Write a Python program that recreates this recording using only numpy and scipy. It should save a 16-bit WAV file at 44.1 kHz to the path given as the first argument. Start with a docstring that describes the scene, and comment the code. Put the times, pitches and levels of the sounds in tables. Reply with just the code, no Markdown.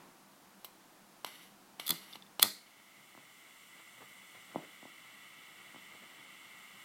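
"""Flint lighter, close up

A lighter is worked close to the microphone, over a desk in a small quiet room. The lever clicks
and gas hisses from the jet. The wheel scrapes the flint and sets the steel hood ringing: a first
spin fails, a second, faster one lights the gas. The flame burns with a faint hollow hiss from
the air in the hood and gives a few soft pops as it flutters."""
import sys
import numpy as np
from scipy import signal
from scipy.fft import rfft, irfft, next_fast_len
from scipy.io import wavfile

SR = 44100
rng = np.random.default_rng(int(sys.argv[2]) if len(sys.argv) > 2 else 0)


def inscribe(sig):
    """Save sig as 16-bit PCM at rate SR to the path in sys.argv[1].

    A 1-D sig is mono; a 2-D sig holds one channel per row.
    Samples are clipped to [-1, 1] before scaling.
    """
    pcm = np.round(np.clip(np.atleast_2d(sig).T, -1, 1) * 32767)
    wavfile.write(sys.argv[1], SR, pcm.astype(np.int16))


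N = 301834
T = np.arange(N) / SR
SHORT = np.arange(4096) / SR   # seconds within one brief contact


def from_db(db):
    """Decibels to gain."""
    return 10 ** (np.asarray(db) / 20)


def rms_one(x):
    """Scale to rms 1."""
    return x / np.sqrt(np.mean(x ** 2) + 1e-20)


def cut(x, hz, kind, order=2):
    """Butterworth filter."""
    return signal.sosfilt(signal.butter(order, np.clip(hz, 10, .47 * SR), kind, fs=SR, output="sos"), x)


def add(out, s, sound):
    """Mix a short sound in at s seconds."""
    at = int(s * SR)
    out[at:at + len(sound)] += sound[:N - at]


def through(x, response):
    """Pass a sound through an impulse response."""
    return signal.oaconvolve(x, response)[:N]


def body(resonances, order=1):
    """Impulse response of parallel resonances, signs alternating; energy 1."""
    out = 0
    for k, (hz, width_hz, db) in enumerate(resonances):
        r = np.exp(-np.pi * width_hz / SR)
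        gain = (1 - r * r) / 2
        feedback = [1, -2 * r * np.cos(2 * np.pi * hz / SR), r * r]
        ring = signal.unit_impulse(len(SHORT)) + 1e-18
        for _ in range(order):
            ring = signal.lfilter([gain, 0, -gain], feedback, ring)
        out = out + (-1) ** k * from_db(db) * ring
    return out / np.linalg.norm(out)


def noise(spectrum):
    """Steady noise shaped by (Hz, dB) points; rms 1."""
    hz, db = np.transpose(spectrum)
    size = next_fast_len(N)
    bins = np.maximum(np.fft.rfftfreq(size, 1 / SR), 1)
    shape = from_db(np.interp(np.log(bins), np.log(hz), db))
    return rms_one(irfft(rfft(rng.standard_normal(size)) * shape, size)[:N])


def resonant_noise(resonances):
    """White noise in steep-sided (Hz, width Hz, dB) resonances; rms 1."""
    return through(rng.standard_normal(N), body(resonances, order=2))


def drift(per_s):
    """A random wander through per_s points a second; rms 1."""
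    knots = rng.standard_normal(N // 100)
    return rms_one(np.interp(T * per_s, np.arange(len(knots)), knots))


def burst(envelope, grit_db=3.0, flatten_passes=10):
    """Tiny contacts of uneven size under an envelope; each pass evens out their spectrum."""
    contacts, sizes = rng.standard_normal((2, len(envelope)))
    x = contacts * from_db(grit_db * sizes) * envelope
    for _ in range(flatten_passes):
        flat = irfft(np.exp(1j * np.angle(rfft(x))), len(x))
        x = flat * envelope ** (1 / flatten_passes)
    return x * np.linalg.norm(envelope) / np.linalg.norm(x)


def taps(rows):
    """Force of short blows that chatter out, each with its own brightness."""
    force = np.zeros(N)
    for s, db, decay_s, bright_hz in rows:
        add(force, s, from_db(db) * cut(burst(np.exp(-SHORT / decay_s)), bright_hz, "low"))
    return force


def thuds(rows):
    """Well damped blows, each one smooth push and pull of the air with no deep bass."""
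    out = np.zeros(N)
    for s, db, hz in rows:
        phase = np.pi * hz * (SHORT - SHORT.mean())
        pulse = (2 * phase ** 2 - 1) * np.exp(-phase ** 2)
        add(out, s - SHORT.mean(), from_db(db) * cut(pulse, hz=116, kind="high", order=3))
    return out


# Room tone at the desk. Each row: frequency in Hz, relative density in dB.
ROOM_TONE = [(25, -7), (45, -21.5), (75, -26.5), (110, -17.5), (160, -10), (330, -9.5), (420, -17),
             (750, -11.5), (1050, -12.5), (1500, -16), (2400, -20), (5000, -22.5), (10500, -24.5),
             (15500, -27)]
# Set level of the low background: a brief hand rustle at first, then the recorder's gain ducks
# after the loud strike and slowly recovers. Each row: time in seconds, gain in dB.
BACKGROUND_LEVEL = [(0, 8), (.15, 1.5), (2.3, 2.5), (2.8, -5), (6.84, -0.5)]


def room_tone(floor_db=-62, drone_db=-73):
    """Low background noise with a drone in the room's resonances, under steady microphone hiss."""
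    gain = from_db(np.interp(T, *np.transpose(BACKGROUND_LEVEL)))
    floor = from_db(floor_db) * noise(ROOM_TONE)
    low = cut(floor, 2080, "low", order=1)
    hiss = floor - low
    drone = from_db(drone_db) * resonant_noise([(195.5, 22, 4.5), (307, 150, -9.0)])
    return hiss + gain * (low + drone)


# The gas lever meets its stops, close to the microphone.
# Each row: start in seconds, level in dB, decay in seconds, brightness in Hz.
LEVER_CLICKS = [(0.6454, -42, 0.0075, 19000), (1.2462, -29.5, 0.0026, 8550), (1.7974, -33.5, 0.0043, 7800),
                (2.1556, -40.5, 0.0046, 5000), (2.3954, -23.5, 0.0024, 7060)]
# The lever's resonances. Each row: frequency in Hz, width in Hz, relative level in dB.
LEVER_MODES = [(1020, 130, -6), (2090, 99, -0.5), (2964, 260, 2), (4160, 320, 1.5), (4820, 226, -7.5),
               (5680, 340, -3.5), (7960, 280, -5), (10400, 590, -4.5), (11700, 800, -1),
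               (13700, 1800, -0.5)]
CASE_HZ = 885   # pitch of a knock on the plastic case


def lever(ring_db=2, crack_db=-10, rattle_db=-20, rattle_s=0.0068, knock_db=2.5, thump_db=-18.5):
    """The lever snaps against its stops with a dry click, rattles briefly and knocks the case."""
    rattles, blows = [], []
    for s, db, _, bright_hz in LEVER_CLICKS:
        rattles.append((s + 0.008, db + rattle_db, rattle_s, bright_hz))
        blows.append((s + 0.00072, db + knock_db, CASE_HZ))
        blows.append((s + 0.00355, db + thump_db, 245))   # a low thump follows the knock
    force = taps(LEVER_CLICKS) + taps(rattles)
    ring = from_db(ring_db) * through(force, body(LEVER_MODES))
    return ring + from_db(crack_db) * force + thuds(blows)


# Unlit gas leaves the valve. Each row: opening time in seconds, start of closing in seconds,
# settled level in dB, closing rate in dB per second.
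VALVE_OPENINGS = [(1.26, 1.454, -58, 230), (1.795, 2.16, -58, 700), (2.392, 2.495, -65, 300)]
# The bare jet's resonances. Each row: frequency in Hz, width in Hz, relative level in dB.
JET_MODES = [(1220, 400, -4.5), (2090, 370, 1), (2940, 420, 0.5), (3640, 550, -3.5), (4480, 530, -9),
             (5680, 910, -9.5), (7810, 1500, -16.5), (10100, 1400, -10.5), (11230, 740, -8.5),
             (13210, 2900, -12)]


def gas(spurt_db=14, spurt_s=0.036, opening_s=0.0035, flutter_db=2.0):
    """Gas held in the nozzle spurts out first; the jet then hisses until the valve closes."""
    flow = 0
    for opens, closes, db, closing_db_per_s in VALVE_OPENINGS:
        age = np.maximum(T - opens, 0)
        closing_db = closing_db_per_s * np.maximum(T - closes, 0)
        level_db = db + spurt_db * np.exp(-age / spurt_s) - closing_db
        flow = flow + np.minimum(age / opening_s, 1) * from_db(level_db)
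    return flow * from_db(flutter_db * drift(per_s=41.3)) * resonant_noise(JET_MODES)


# Two spins of the wheel. Each row: time of the last, hardest bite in seconds, its level in dB,
# gap between teeth in seconds, growth per tooth in dB, bite length in seconds,
# grinding level in dB, grinding rise in seconds.
WHEEL_SPINS = [(1.9047, -21.5, .0135, 5.5, 0.0037, -42.5, .035),
               (2.427, -10.5, .006, 23, .0036, -24.5, 0.0058)]


def wheel(teeth=4, grind_stop_s=0.0067):
    """Force on the flint: teeth bite ever harder, and grinding swells until the wheel slips free."""
    force = np.zeros(N)
    t = SHORT - SHORT.mean()
    for s, db, tooth_s, growth_db, bite_s, grind_db, rise_s in WHEEL_SPINS:
        for k in range(teeth):   # counting back from the last bite
            bite = burst(np.exp(-(SHORT / bite_s) ** 4))
            add(force, s - k * tooth_s, from_db(db - k * growth_db) * bite)
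        swell = np.exp(np.minimum(t / rise_s, -t / grind_stop_s))
        add(force, s + t[0], from_db(grind_db) * burst(swell, flatten_passes=0))
    return force


# Clusters of close modes in the steel.
# Each row: centre in Hz, width in Hz, level in dB, seconds to fall 60 dB.
STEEL_CLUSTERS = [(1980, 180, -24.5, 0.13), (4380, 580, -24, 0.43), (4930, 200, -35, 0.342),
                  (10300, 500, -35, 0.24), (12100, 470, -36, 0.2), (13100, 700, -31, 0.24)]


def steel_ring(force):
    """The struck steel rings on faintly; its close modes beat against each other as they die."""
    t, response = T[:SR // 2], 0
    for hz, width_hz, db, t60 in STEEL_CLUSTERS:
        dying_noise = rng.standard_normal(len(t)) * from_db(-60 * t / t60)
        ring = signal.oaconvolve(dying_noise, body([(hz, width_hz, 0)], order=2))
        response = response + from_db(db) * ring / np.linalg.norm(ring)
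    return through(force, response)


# Resonances of hood and wheel. Each row: frequency in Hz, width in Hz, relative level in dB.
HOOD_MODES = [(1250, 114, -6), (2060, 205, -7), (3423, 97, 6), (4156, 100, 3.5), (4730, 160, -2.5),
              (6280, 700, -8.5), (7680, 320, -9.5), (8450, 110, -4.5), (8620, 160, -12.5),
              (9300, 320, -5.5), (11090, 360, -1.5), (12010, 215, 2), (12370, 440, -1), (14000, 256, -6),
              (14720, 300, -6.5), (15400, 160, -14)]


def flint_scrape(force, crack_db=-13, crack_hz=700, squeal_db=-10, first_spin_end_s=2.0):
    """The bites crack and shake the hood; the flint squeals only on the first, slow spin."""
    slow_spin = force * (T < first_spin_end_s)
    squeal = from_db(squeal_db) * through(slow_spin, body([(13600, 760, 0)], order=2))
    crack = from_db(crack_db) * cut(force, crack_hz, "high", order=1)
    return through(force, body(HOOD_MODES)) + squeal + crack


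# Light taps on the rim. Each row: start in seconds, level in dB, decay in seconds, brightness in Hz.
RIM_TAPS = [(1.8703, -33, 0.0014, 16000), (1.918, -34, .003, 6000), (2.1275, -43.5, .0019, 8000),
            (2.1332, -40, 0.0017, 5000), (2.2225, -41, 0.0021, 3000), (2.2645, -47.5, .001, 2800),
            (2.4295, -24, 0.0014, 4200)]
# The rim's resonances. Each row: frequency in Hz, width in Hz, relative level in dB.
RIM_MODES = [(3530, 130, 3), (4100, 340, -9), (4830, 350, -6), (11000, 920, -10), (13300, 1200, -7)]


def rim_pings(gain_db=4.0):
    """The loose wheel taps the rim of the hood, which pings."""
    return from_db(gain_db) * through(taps(RIM_TAPS), body(RIM_MODES))


# The thumb slips off the wheel onto the case.
# Each row: start in seconds, bump level in dB, knock level in dB, gap between bumps in seconds.
THUMB_LANDINGS = [(1.902, -37, -32, .012), (2.439, -37.5, -25.5, 0.0098)]


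def thumb(bumps=3, bump_hz=209, bump_growth_db=0.3, knock_loss_db=4,
          push_db=-11, push_s=.025, push_hz=55):
    """The thumb lands in a short run of dull bumps that knock the case and push a little air."""
    blows, pushes = [], []
    for s, bump_db, knock_db, gap_s in THUMB_LANDINGS:
        pushes.append((s, bump_db + push_db, push_s, push_hz))
        for k in range(bumps):
            blows.append((s + k * gap_s, bump_db + k * bump_growth_db, bump_hz))
            blows.append((s + k * gap_s, knock_db - k * knock_loss_db, CASE_HZ))
    return thuds(blows) + taps(pushes)


# Air in the hood under the flame. Each row: resonance in Hz, width in Hz, relative level in dB.
CAVITY_MODES = [(1250, 340, -5), (1963, 192, -1), (2168, 240, 1), (2727, 247, -6.5), (3035, 235, -4.5),
                (3385, 160, -3.5), (3510, 1900, -14.5)]
# The nozzle's thin hiss, heard close. Each row: frequency in Hz, relative density in dB.
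NOZZLE_SPECTRUM = [(3000, -12), (4500, -22.5), (5800, -6), (6700, -10), (7650, 2), (8300, -6.5),
                   (9250, 2.5), (9900, -20), (11400, -7), (12400, -16), (13500, -2), (15600, -13.5)]
# The flame flares. Each row: peak time in seconds, level in dB, half length in seconds.
FLAME_FLARES = [(4.014, -63, 0.032), (4.375, -61.5, 0.033), (4.575, -56.5, 0.055), (6.033, -65, 0.11)]


def flame(lit_s=2.55, hollow_rise_s=1.04, hiss_rise_s=0.4, calm_db=-73, flutter_db=4.0, waver_db=0.85):
    """The burning jet sounds the air in the hood, over the nozzle's hiss; flares add a low flutter."""
    age = np.maximum(T - lit_s, 0)
    # tone and hiss rise and level off as the flame grows
    hollow_db = -56.5 - 11 * np.exp(-age / hollow_rise_s)
    hiss_db = -66.5 - 15.5 * np.exp(-age / hiss_rise_s)
    hollow = from_db(hollow_db) * resonant_noise(CAVITY_MODES)
    hiss = from_db(hiss_db - waver_db * drift(per_s=1.9)) * noise(NOZZLE_SPECTRUM)
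    flares = sum(from_db(db) * np.exp(-((T - s) / half_s) ** 2) for s, db, half_s in FLAME_FLARES)
    flutter = (from_db(calm_db) + flares) * from_db(flutter_db * drift(per_s=60))
    rush = noise([(40, -29), (130, 3.0), (280, -3), (700, -2.5), (1700, -4.5), (3500, -11), (8000, -42)])
    return (hollow + hiss + flutter * rush) * (T > lit_s)


# The flame pops near the microphone. Each row: time in seconds, level in dB, pitch in Hz,
# swell level in dB, the stutter's lead in seconds, how much weaker the stutter is in dB.
FLAME_POPS = [(3.177, -40.5, 897, -49.5, 0.026, 3), (4.02, -43.5, 800, -52.5, .012, 10),
              (4.56, -21, 614, -28.5, 0.012, 16), (4.855, -39, 670, -44, .026, 3),
              (5.761, -41.5, 800, -47, 0.015, 1)]


def pops(swell_hz=230, swell_lag_s=0.0034):
    """The flame stutters, then collapses with a soft snap; a slower swell of hot air follows."""
    blows = []
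    for s, db, hz, swell_db, lead_s, weaker_db in FLAME_POPS:
        for at, loss_db in (s - lead_s, weaker_db), (s, 0):
            blows += [(at, db - loss_db, hz), (at + swell_lag_s, swell_db - loss_db, swell_hz)]
    return thuds(blows)


# The small room's tail, heard from the desk.
# Each row: band centre in Hz, level in dB, seconds to fall 60 dB.
ROOM_TAIL = [(171.6, -10, 0.18), (403, -8.5, 0.37), (980, -10.5, 0.15), (2280, -8.5, 0.29),
             (3150, -22.5, 0.19), (4720, -11, 0.36), (7450, -12, 0.36), (13840, -17, 0.25)]


def room(direct, build_s=0.017):
    """Behind the direct sound, wall echoes thicken and then die away band by band."""
    t, response = T[:SR * 2 // 3], 0
    centres = np.array(ROOM_TAIL)[:, 0]
    edges = [60, *np.sqrt(centres[1:] * centres[:-1]), 18000]
    for (_, db, t60), low, high in zip(ROOM_TAIL, edges, edges[1:]):
        envelope = from_db(-60 * t / t60) * np.minimum(t / build_s, 1) ** 2
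        echoes = cut(rng.standard_normal(len(t)), [low, high], "band", order=3)
        response = response + from_db(db) * echoes * envelope / np.linalg.norm(envelope)
    return direct + through(direct, response)


def scene():
    """The lighter over the desk with the quiet room around it, in mono."""
    bites = wheel()
    metal = flint_scrape(bites) + rim_pings() + steel_ring(bites)
    lighter = metal + lever() + thumb() + gas() + flame() + pops()
    return (room(lighter) + room_tone())[None]


def record(dry, bass_hz=95, top_hz=16300):
    """One small microphone, close to the lighter: the bass rolls off and the top is cut steeply."""
    top_cut = signal.ellip(10, .1, 80, top_hz, fs=SR, output="sos")
    return signal.sosfilt(top_cut, cut(dry, bass_hz, "high", order=1))


dry = scene()
out = record(dry)
inscribe(out)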